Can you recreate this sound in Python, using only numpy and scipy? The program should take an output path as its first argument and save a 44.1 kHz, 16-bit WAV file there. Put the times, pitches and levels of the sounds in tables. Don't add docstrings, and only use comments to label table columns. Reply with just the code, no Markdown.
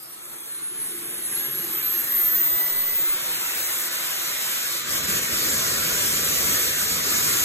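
import sys
import numpy as np
from scipy import signal
from scipy.fft import rfft, irfft, next_fast_len
from scipy.io import wavfile
from scipy.ndimage import uniform_filter1d, map_coordinates

SR = 44100
rng = np.random.default_rng(int(sys.argv[2]) if len(sys.argv) > 2 else 0)


def voltage_ratio(decibels):
    exponent = np.asarray(decibels, float) / 20
    return 10 ** exponent


def put_to_file(sound):
    columns = np.atleast_2d(sound).T
    safe = np.clip(columns, -1, 1)
    whole_steps = np.round(safe * 32767)
    wavfile.write(sys.argv[1], SR, whole_steps.astype(np.int16))


N = 328104
T = np.arange(N) / SR

# rumble, jet body, jet top, intake hiss (frequency [Hz])
EDGES_HZ = (600, 4500, 7950, 15900)


def unit(x):
    return x / np.sqrt(np.mean(x ** 2) + 1e-20)


def wobble(rate):
    return map_coordinates(rng.standard_normal(int(N * rate / SR) + 4), [T * rate])


def against(x, points):
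    return np.interp(x, *np.transpose(points))


def bells(x, centre, width, height):
    return sum(h * np.exp(-((x - c) / w) ** 2) for c, w, h in zip(centre, width, height))


def filtered(x, response):
    m = next_fast_len(N + 8192)
    return irfft(rfft(x, m) * response(np.fft.rfftfreq(m, 1 / SR)), m)[..., :N]


def white():
    return rng.standard_normal(N)


def turbulence(patchy_db, streaky_db):
    z = signal.stft(rng.standard_normal((2, N)), nperseg=2048)[2]

    def smooth(wide, long):
        field = uniform_filter1d(rng.standard_normal(z.shape[1:]), size=wide, axis=0)
        return unit(uniform_filter1d(field, size=long, axis=1))

    gain = voltage_ratio(patchy_db * smooth(30, 3) + streaky_db * smooth(2, 5))
    return signal.istft(z * gain, nperseg=2048)[1][:, :N]


def shaped(noise, spectrum, lo_hz, hi_hz):
    f, db = np.transpose(spectrum)

    def colour(hz):
        return voltage_ratio(np.interp(np.log(hz + 1), np.log(f), db)) * (hz >= lo_hz) * (hz < hi_hz)

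    return unit(filtered(noise, colour))


def blend(a, b, start, end):
    share = np.clip((T - start) / (end - start), 0, 1)
    return (1 - share) * a + share * b


def speed():
    # (time [s], shaft speed [Hz])
    throttle = [(0.02, 1259), (0.2, 1293), (0.5, 1372), (0.82, 1488), (0.98, 1526), (1.22, 1538),
                (1.47, 1658), (1.63, 1658), (1.97, 1808), (2.42, 1941), (2.76, 2004), (2.92, 1995),
                (3.0, 2039), (3.17, 2149), (3.37, 2138), (3.57, 2240), (3.7, 2232), (5.6, 2630)]
    return uniform_filter1d(against(T, throttle), size=3500)


def rings(hz, table, faint_db=-60):
    centre, width, db = np.transpose(table)
    return voltage_ratio(faint_db) + bells(hz, centre, width, voltage_ratio(db))


def intake_hiss(hz, power_db, gulp, surge):
    # (frequency [Hz], level [dB])
    slow_colour = [(8300, -2.6), (9500, -0.2), (10500, 0.0), (12000, -3.7), (13000, -5.1), (13800, -5.3),
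                   (14600, -7.4), (15400, -9.4)]
    fast_colour = [(8300, -0.6), (9500, -0.8), (10500, -2.6), (11300, -3.2), (12000, -2.3), (13000, -1.2),
                   (13850, 1.6), (14300, -0.8), (14800, -0.6), (15500, -5)]
    # (shaft speed [Hz], level [dB])
    hiss_by_speed = [(1870, 6.84), (2010, 4.6), (2145, 3.3), (2210, 4.8), (2320, 4.4), (2450, 3.3),
                     (2580, 2.8), (2630, 3.3)]
    high, end = EDGES_HZ[2:]
    noise = turbulence(patchy_db=0.5, streaky_db=2.0)
    hiss = blend(shaped(noise, slow_colour, high, end), shaped(noise, fast_colour, high, end), 1.6, 3.8)
    hiss_db = power_db + against(hz, hiss_by_speed) - gulp
    return voltage_ratio(hiss_db + 1.1 * surge) * hiss


def combustor_rumble(hz, power_db, dip, surge):
    # (frequency [Hz], level [dB])
    hum_colour = [(30, -41), (50, -20.5), (100, -17), (125, -14.5), (142, -2.5), (160, -10), (205, -9.5),
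                  (230, -5.5), (270, -11.5), (315, -4.5), (345, 0.5), (385, -7), (520, -4.5), (650, -3.5)]
    roar_colour = [(30, -23), (50, -4.5), (80, 1), (110, -1.4), (145, -0.5), (200, 0.2), (270, -1),
                   (345, -0.3), (420, -1), (520, -0.5), (650, -2.5)]
    # (shaft speed [Hz], level [dB])
    hum_by_speed = [(1260, -56.5), (1440, -50.5), (1530, -46.5), (1680, -43.5), (1950, -46.5), (2150, -48),
                    (2400, -47)]
    low, roar_s = EDGES_HZ[0], 4.805
    flame = turbulence(patchy_db=-0.07, streaky_db=1.5)
    hum = voltage_ratio(against(hz, hum_by_speed)) * shaped(flame, hum_colour, 15, low)
    calm_db = 1.5 * np.clip(T - 6.15, 0, None)
    roar = voltage_ratio(power_db - 9 - 1.6 * dip - calm_db) * shaped(flame, roar_colour, 15, low)
    return voltage_ratio(0.5 * surge) * blend(hum, roar, roar_s - .035, roar_s + 0.23)


def exhaust_jet(hz, jet_db, gulp, surge):
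    # (frequency [Hz], level [dB])
    jet_colour = [(650, -2.9), (850, -3.6), (1150, -0.1), (1600, -0.2), (2000, -0.9), (2500, -0.7),
                  (3300, -1.0), (3900, -1.2), (4600, -1.5), (5500, -1.4), (6300, 0.2), (6900, 0.9),
                  (7700, 0.0)]
    # (shaft speed [Hz], level [dB])
    body_by_speed = [(1260, 4.5), (1540, 0.5), (1900, 1.5), (2050, 0), (2300, -0.5), (2450, -2), (2520, -1),
                     (2620, -0.3)]
    low, mid, high = EDGES_HZ[:3]
    full_db, body_hz = -26.5, 1360
    early_db = 7 * np.exp(-T / 0.81)
    top_db = full_db + 1.5 + 1.497 * (jet_db - full_db) - 0.062 * gulp + early_db
    noise = turbulence(patchy_db=0.93, streaky_db=2.5)
    body = shaped(noise, jet_colour, low, mid)
    body = body + (voltage_ratio(against(hz, body_by_speed)) - 1) * filtered(body, lambda f: f < body_hz)
    top = shaped(noise, jet_colour, mid, high)
    return voltage_ratio(jet_db + 0.13 * surge) * body + voltage_ratio(top_db + 0.32 * surge) * top


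def airflow():
    # (time [s], level [dB])
    burner = [(0, -49), (.3, -46), (.6, -44), (.87, -42), (1.22, -40), (1.36, -36.5), (1.6, -35.5),
              (1.9, -36), (2.6, -35), (2.9, -36.5), (3.1, -34.5), (3.6, -32), (3.95, -32), (4.4, -31),
              (4.84, -31), (4.94, -28.5), (5.5, -28), (7.44, -27.5)]
    # (time [s], length [s], # exhaust
    # dip [dB], intake dip [dB])
    stumbles = [(.01, 0.14, 2.5, 8.5), (0.694, 0.092, 1.3, 8), (1.563, 0.14, 2.4, 4), (2.31, .03, 1, 2),
                (2.408, 0.061, 1.2, 1), (3.9, 0.014, 1, 8), (4.605, 0.027, 0, 1), (4.85, 0.044, 2, 7.5),
                (5.02, 0.029, 2.5, 6), (5.069, 0.012, 2.5, 5), (5.209, 0.013, 2, 6), (5.283, 0.042, 1.5, 3),
                (5.828, 0.098, 0.5, 1), (6.743, 0.055, 2, 3), (6.863, 0.022, 1.5, 3),
                (7.01, 0.042, 1.2, 3.5)]
    hz, power_db = speed(), against(T, burner)
    s, length, exhaust_db, intake_db = np.transpose(stumbles)
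    dip, gulp = bells(T, s, length, exhaust_db), bells(T, s, length, intake_db)
    surge = 0.63 * wobble(6.4) + .5 * wobble(18)
    hiss = intake_hiss(hz, power_db, gulp, surge)
    rumble = combustor_rumble(hz, power_db, dip, surge)
    return hiss + rumble + exhaust_jet(hz, power_db - dip, gulp, surge)


def rotor():
    # (shaft speed [Hz], level [dB])
    blade_by_speed = [(1260, -47), (1320, -42), (1420, -29.5), (1680, -28), (1870, -19), (2110, -22),
                      (2150, -28), (2240, -36)]
    halo_by_speed = [(1260, -48), (1530, -36.5), (1820, -33), (2200, -35.5)]
    # (tone [Hz], width [Hz], loss [dB])
    nulls = [(8900, 30, 13), (9050, 90, 8), (9480, 110, 9), (9860, 40, 13), (10200, 90, 5),
             (10670, 125, 16), (11030, 45, 6), (11780, 160, 9), (12190, 50, 9), (12850, 90, 15),
             (14000, 220, 3), (15030, 25, 10)]
    # (shaft speed [Hz], width [Hz], level [dB])
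    shaft_rings = [(1620, 50, -52), (1840, 60, -51), (1975, 100, -44), (2095, 35, -49), (2205, 22, -57)]
    under_rings = [(1490, 30, -47), (1590, 50, -48), (1795, 50, -44), (1895, 30, -45), (1955, 40, -42),
                   (2060, 80, -57)]
    over_rings = [(1300, 20, -57), (1430, 40, -56), (1610, 30, -48), (1735, 35, -42), (1880, 60, -49)]
    blades, hz = 7, speed()
    turn = 2 * np.pi * np.cumsum(hz * (1 + 0.00024 * wobble(41.4))) / SR
    fade = voltage_ratio(-150 * np.clip(T - 3.75, 0, None))
    eddies = unit(filtered(white(), lambda f: 1 / (1 + (f / 350) ** 2)))
    blade_db = against(hz, blade_by_speed) - bells(blades * hz, *np.transpose(nulls))
    loudness = voltage_ratio(blade_db + 0.83 * wobble(30.1)) + voltage_ratio(against(hz, halo_by_speed)) * eddies
    blade = loudness * np.sin(blades * turn)
    shaft = rings(hz, shaft_rings) * voltage_ratio(2.0 * wobble(21.8)) * np.sin(turn)
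    under = rings(hz, under_rings) * voltage_ratio(1.1 * wobble(12)) * np.sin((blades - 1) * turn)
    over = rings(hz, over_rings) * voltage_ratio(2.5 * wobble(36.5)) * np.sin((blades + 1) * turn)
    return np.sqrt(2) * fade * (blade + shaft + under + over)


def whistles(length=0.16):
    # (start frequency [Hz], end frequency [Hz], level [dB])
    lines = [
        (4950, 6100, -51),
        (8800, 9950, -44),
        (12800, 12050, -51),
        (13780, 14150, -50),
    ]
    bend = np.clip(T / length, 0, 1) ** 1.8
    gate = np.clip((length - T) / .012, 0, 1)
    total = np.zeros(N)
    for start_hz, end_hz, db in lines:
        phase = 2 * np.pi * np.cumsum(start_hz + (end_hz - start_hz) * bend) / SR
        total += voltage_ratio(db + 2.8 * wobble(32.0)) * np.sin(phase)
    return gate * total


def chamber():
    # (shaft speed [Hz], width [Hz], level [dB])
    sings = [(1336, 46, -57), (1522, 25, -51.5), (1730, 163, -50), (1944, 40, -47)]
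    drones = [(1660, 45, -52), (1900, 120, -57)]
    hz = speed()

    def note(note_hz, width_hz):
        return unit(filtered(white(), lambda f: 1 / (1 + ((f - note_hz) / width_hz) ** 2)))

    def speaks(table):
        return rings(hz, table, -60) - voltage_ratio(-60)

    return speaks(sings) * note(348.5, 14) + speaks(drones) * note(143, 9)


def scene():
    # (frequency [Hz], likeness spooling up [0-1], likeness at full power [0-1],
    # lag of the right one [rad])
    ports = [(0, .995, .995, 0), (250, .97, .97, 0), (430, .95, .93, 0), (510, .9, .85, 0),
             (590, .6, .4, 0), (650, .3, .35, -3), (740, .3, .75, -3.1), (850, .25, .9, -3.1),
             (960, .2, .75, -2.7), (1300, .28, .1, -1), (1700, .45, .35, .3), (2100, .5, .2, .6),
             (2400, .5, .42, 2.4), (2700, .55, .66, 3.0), (3100, .6, .58, 2.9), (3800, .3, .22, 1.7),
             (4400, .62, .5, 2.7), (4950, .64, .66, 3.2), (5400, .64, .56, 3.7), (5800, .55, .5, 4.5),
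             (6250, .72, .7, 5.35), (6880, .86, .86, 6.28), (9620, .86, .86, 9.42),
             (12400, .86, .86, 12.57), (14900, .88, .88, 15.7), (15800, .88, .88, 16.4)]
    # (time [s], spread of the bass
    bass_spread = [(0, 0.15, 0.5), (.3, 0.6, 0.2), (.6, 0.7, 0.7), (.9, 0.15, 0.75), (1.15, 0, 0.56),
                   (1.7, 0, 0.53), (2.3, 0, 0.13), (2.6, 0, 0.02), (6.4, 0, 0), (6.9, 0, 0.06),
                   (7.44, 0.7, .55)]
    # (time [s], length [s], loss [0-1])
    sway = [(.42, 0.037, 0.5), (.56, .05, 0.6), (0.716, .03, .5), (0.962, .07, 0.6), (1.27, .04, 0.4),
            (1.552, 0.064, 0.5), (1.82, .05, .45), (2.12, .04, 0.2), (2.4, 0.1, 0.3), (4.825, 0.091, 0.3),
            (5.45, 0.046, 0.1), (6.1, 0.043, 0), (6.65, 0.054, 0.2)]
    f, alike_slow, alike_fast, lag = np.transpose(ports)
    air = airflow()

    def heard(alike):
        def mix(hz):
            angle = np.arccos(np.clip(np.interp(hz, f, alike), 0, 1)) / 2
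            return np.array([np.cos(angle), np.sin(angle)])
        return filtered(air, mix)

    same, other = blend(heard(alike_slow), heard(alike_fast), 4.45, 4.75)
    whistle = whistles()
    same = same + rotor() + whistle + chamber()

    s, spread, loss = np.transpose(bass_spread)
    deep_hz = 240
    bass = filtered(air[1], lambda hz: (hz >= deep_hz) * (hz < 560))
    deep = filtered(air[1], lambda hz: hz < deep_hz)
    wash = filtered(air[1], lambda hz: (hz > 4300) * (hz < 5600))
    other = other + np.interp(T, s, spread) * bass
    other = other + 1.2 * np.clip((.55 - T) / .12, 0, 1) * deep
    other = other + 1.1 * np.exp(-(T / .12) ** 2) * wash
    same = same - np.interp(T, s, loss) * filtered(same, lambda hz: (hz > 470) * (hz < 750))

    def delay(hz):
        return np.exp(.5j * np.outer([1, -1], np.interp(hz, f, lag)))

    pair = filtered(np.array([same + other, same - other]), delay)
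    low_mids = filtered(pair.mean(axis=0), lambda hz: (hz > 560) * (hz < 930))
    lost = np.clip(bells(T, *np.transpose(sway)), 0, 1) * low_mids
    return pair + .45 * whistle - lost


def drop_weak_bands(x, low_db=-10.5, weak_db=-4.7, luck_db=0.35, low_luck_db=3.2):
    bands = np.r_[0, 8, 16, 120:196:12, 196:292:14, 292, 306, 320:737:16]
    # (time [s], near 5 kHz [dB], near 3 kHz [dB])
    shortage = [(0, -16, -6), (.11, -12, -5), (.18, 6, 2), (.28, 8, 8), (.34, 3.5, 1), (.42, 8, 5),
                (.5, 7, 5), (.57, 5, 1), (.61, -6, -3), (.76, -5, -3), (.8, 3, -1), (.85, 0, -1),
                (.92, 6, -1), (.98, 1.5, -1), (1.05, 8, -1), (1.14, 7, -1.5), (1.22, 4, -2), (1.32, 8, -2),
                (1.39, 2, -2), (1.46, 9.5, -2), (1.52, 6, -2), (1.6, 0, -2), (1.74, 2, -1), (1.79, 9, 3),
                (1.84, 7, 0), (1.9, 0, -1), (2.05, 3, 1), (2.2, 1, 0), (3.2, 1.5, 0), (3.35, 6, 0),
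                (3.48, 0, 0), (3.6, 2, 0), (3.72, 8, 1), (3.82, 2, 1), (4.4, 1, 0), (4.88, -1, 0),
                (4.96, 7, 0), (5.04, 0, .5), (7.44, .5, .5)]
    # (time [s], edge [Hz])
    mono_below = [(0, 0), (.5, 0), (.6, 190), (1.1, 350), (1.4, 330), (2.3, 340), (2.6, 450), (3.0, 380),
                  (3.2, 440), (4.1, 440), (4.5, 380), (5.2, 370), (5.5, 320), (6.6, 330), (7.1, 230),
                  (7.44, 170)]
    # (time [s], length [s], kept from [Hz])
    spare = [
        (.39, .04, 15200),
        (.46, .045, 15200),
        (2.055, .035, 13000),
        (3.565, .05, 15300),
        (3.635, .04, 15300),
        (3.81, .03, 15200),
    ]
    sum_top, frays_from = 670, 680
    pair = np.pad([x[0] + x[1], x[0] - x[1]], ((0, 0), (150, 0))) / 2
    z = signal.stft(pair, window="cosine", nperseg=2048)[2]
    frames = (np.arange(z.shape[2]) * 1024 - 150) / SR
    width = np.diff(np.r_[bands, z.shape[1]])
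    power = np.abs(z) ** 2 + 1e-20
    level = 10 * np.log10(np.add.reduceat(power, bands, axis=1) / width[:, None])
    steady = uniform_filter1d(level, size=3, axis=2)
    loud, loud_steady = level.max(axis=0), steady.max(axis=0)
    dice = rng.standard_normal(level.shape)
    luck = unit(uniform_filter1d(dice, size=2, axis=2))
    band = bands[:, None]
    treble = band > 280

    tonal = treble & (band < 670) & (band != 448) & (loud - np.roll(loud_steady, 4, axis=0) > 8)

    s, *short = np.transpose(shortage)
    short_db = np.where(band > 175, *[np.interp(frames, s, column) for column in short])
    restless = luck_db * (1 + 8 * (band > 620) * (band < 680)) * luck
    lead = steady - steady[::-1] + np.where(treble, restless, low_luck_db * dice)
    lead = lead + np.array([13 * tonal, 7 * tonal])
    treble_limit = weak_db - np.array([.8, 0])[:, None, None]
    short_of = np.where(treble, treble_limit, low_db + short_db) - lead - 99 * (band <= 104)

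    loudest = np.maximum.accumulate(np.where(band > 550, loud, -200), axis=0)
    ahead = np.pad(loudest, ((0, 4), (0, 0)), "edge")[4:] - 7
    masked = (loud_steady + 3 * luck[0] - np.maximum(loudest, ahead) < -15.5) & ~tonal
    no_jump = level[1] < steady[1, -6:-2].mean(axis=0) + 6
    sum_ends = (band > sum_top) & (dice[0] < 9)
    frayed = (band > frays_from) & (luck[1] < -1.0) & no_jump
    masked = masked | np.array([sum_ends, frayed])

    spared = np.zeros(loud.shape, bool)
    for at, long, hz in spare:
        spared |= (np.abs(frames - at) < long / 2) & (band * SR / 2048 > hz) & (band < 730)
    kept = np.repeat(~((short_of > 0) | masked) | spared, width, axis=1)

    thin = np.repeat((short_of > -3 * np.where(treble, .6, 1)) & ~tonal, width, axis=1)
    strong = power > 1.3 * np.repeat(voltage_ratio(2 * level), width, axis=1)
    edge = against(frames, mono_below) + 42 * luck[1, 0]
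    z[1] *= np.where(np.fft.rfftfreq(2048, 1 / SR)[:, None] < edge, voltage_ratio(-34), 1)
    z = z * kept * np.where(thin, voltage_ratio(1.9) * strong, 1)
    pair = signal.istft(z, window="cosine", nperseg=2048)[1][:, 150:N + 150]
    return np.array([pair[0] + pair[1], pair[0] - pair[1]])


def roll_off(x):
    return signal.sosfilt(signal.butter(12, 15900, fs=SR, output="sos"), x)


def record(dry):
    mix = drop_weak_bands(dry)
    return roll_off(mix)


dry = scene()
out = record(dry)
put_to_file(out)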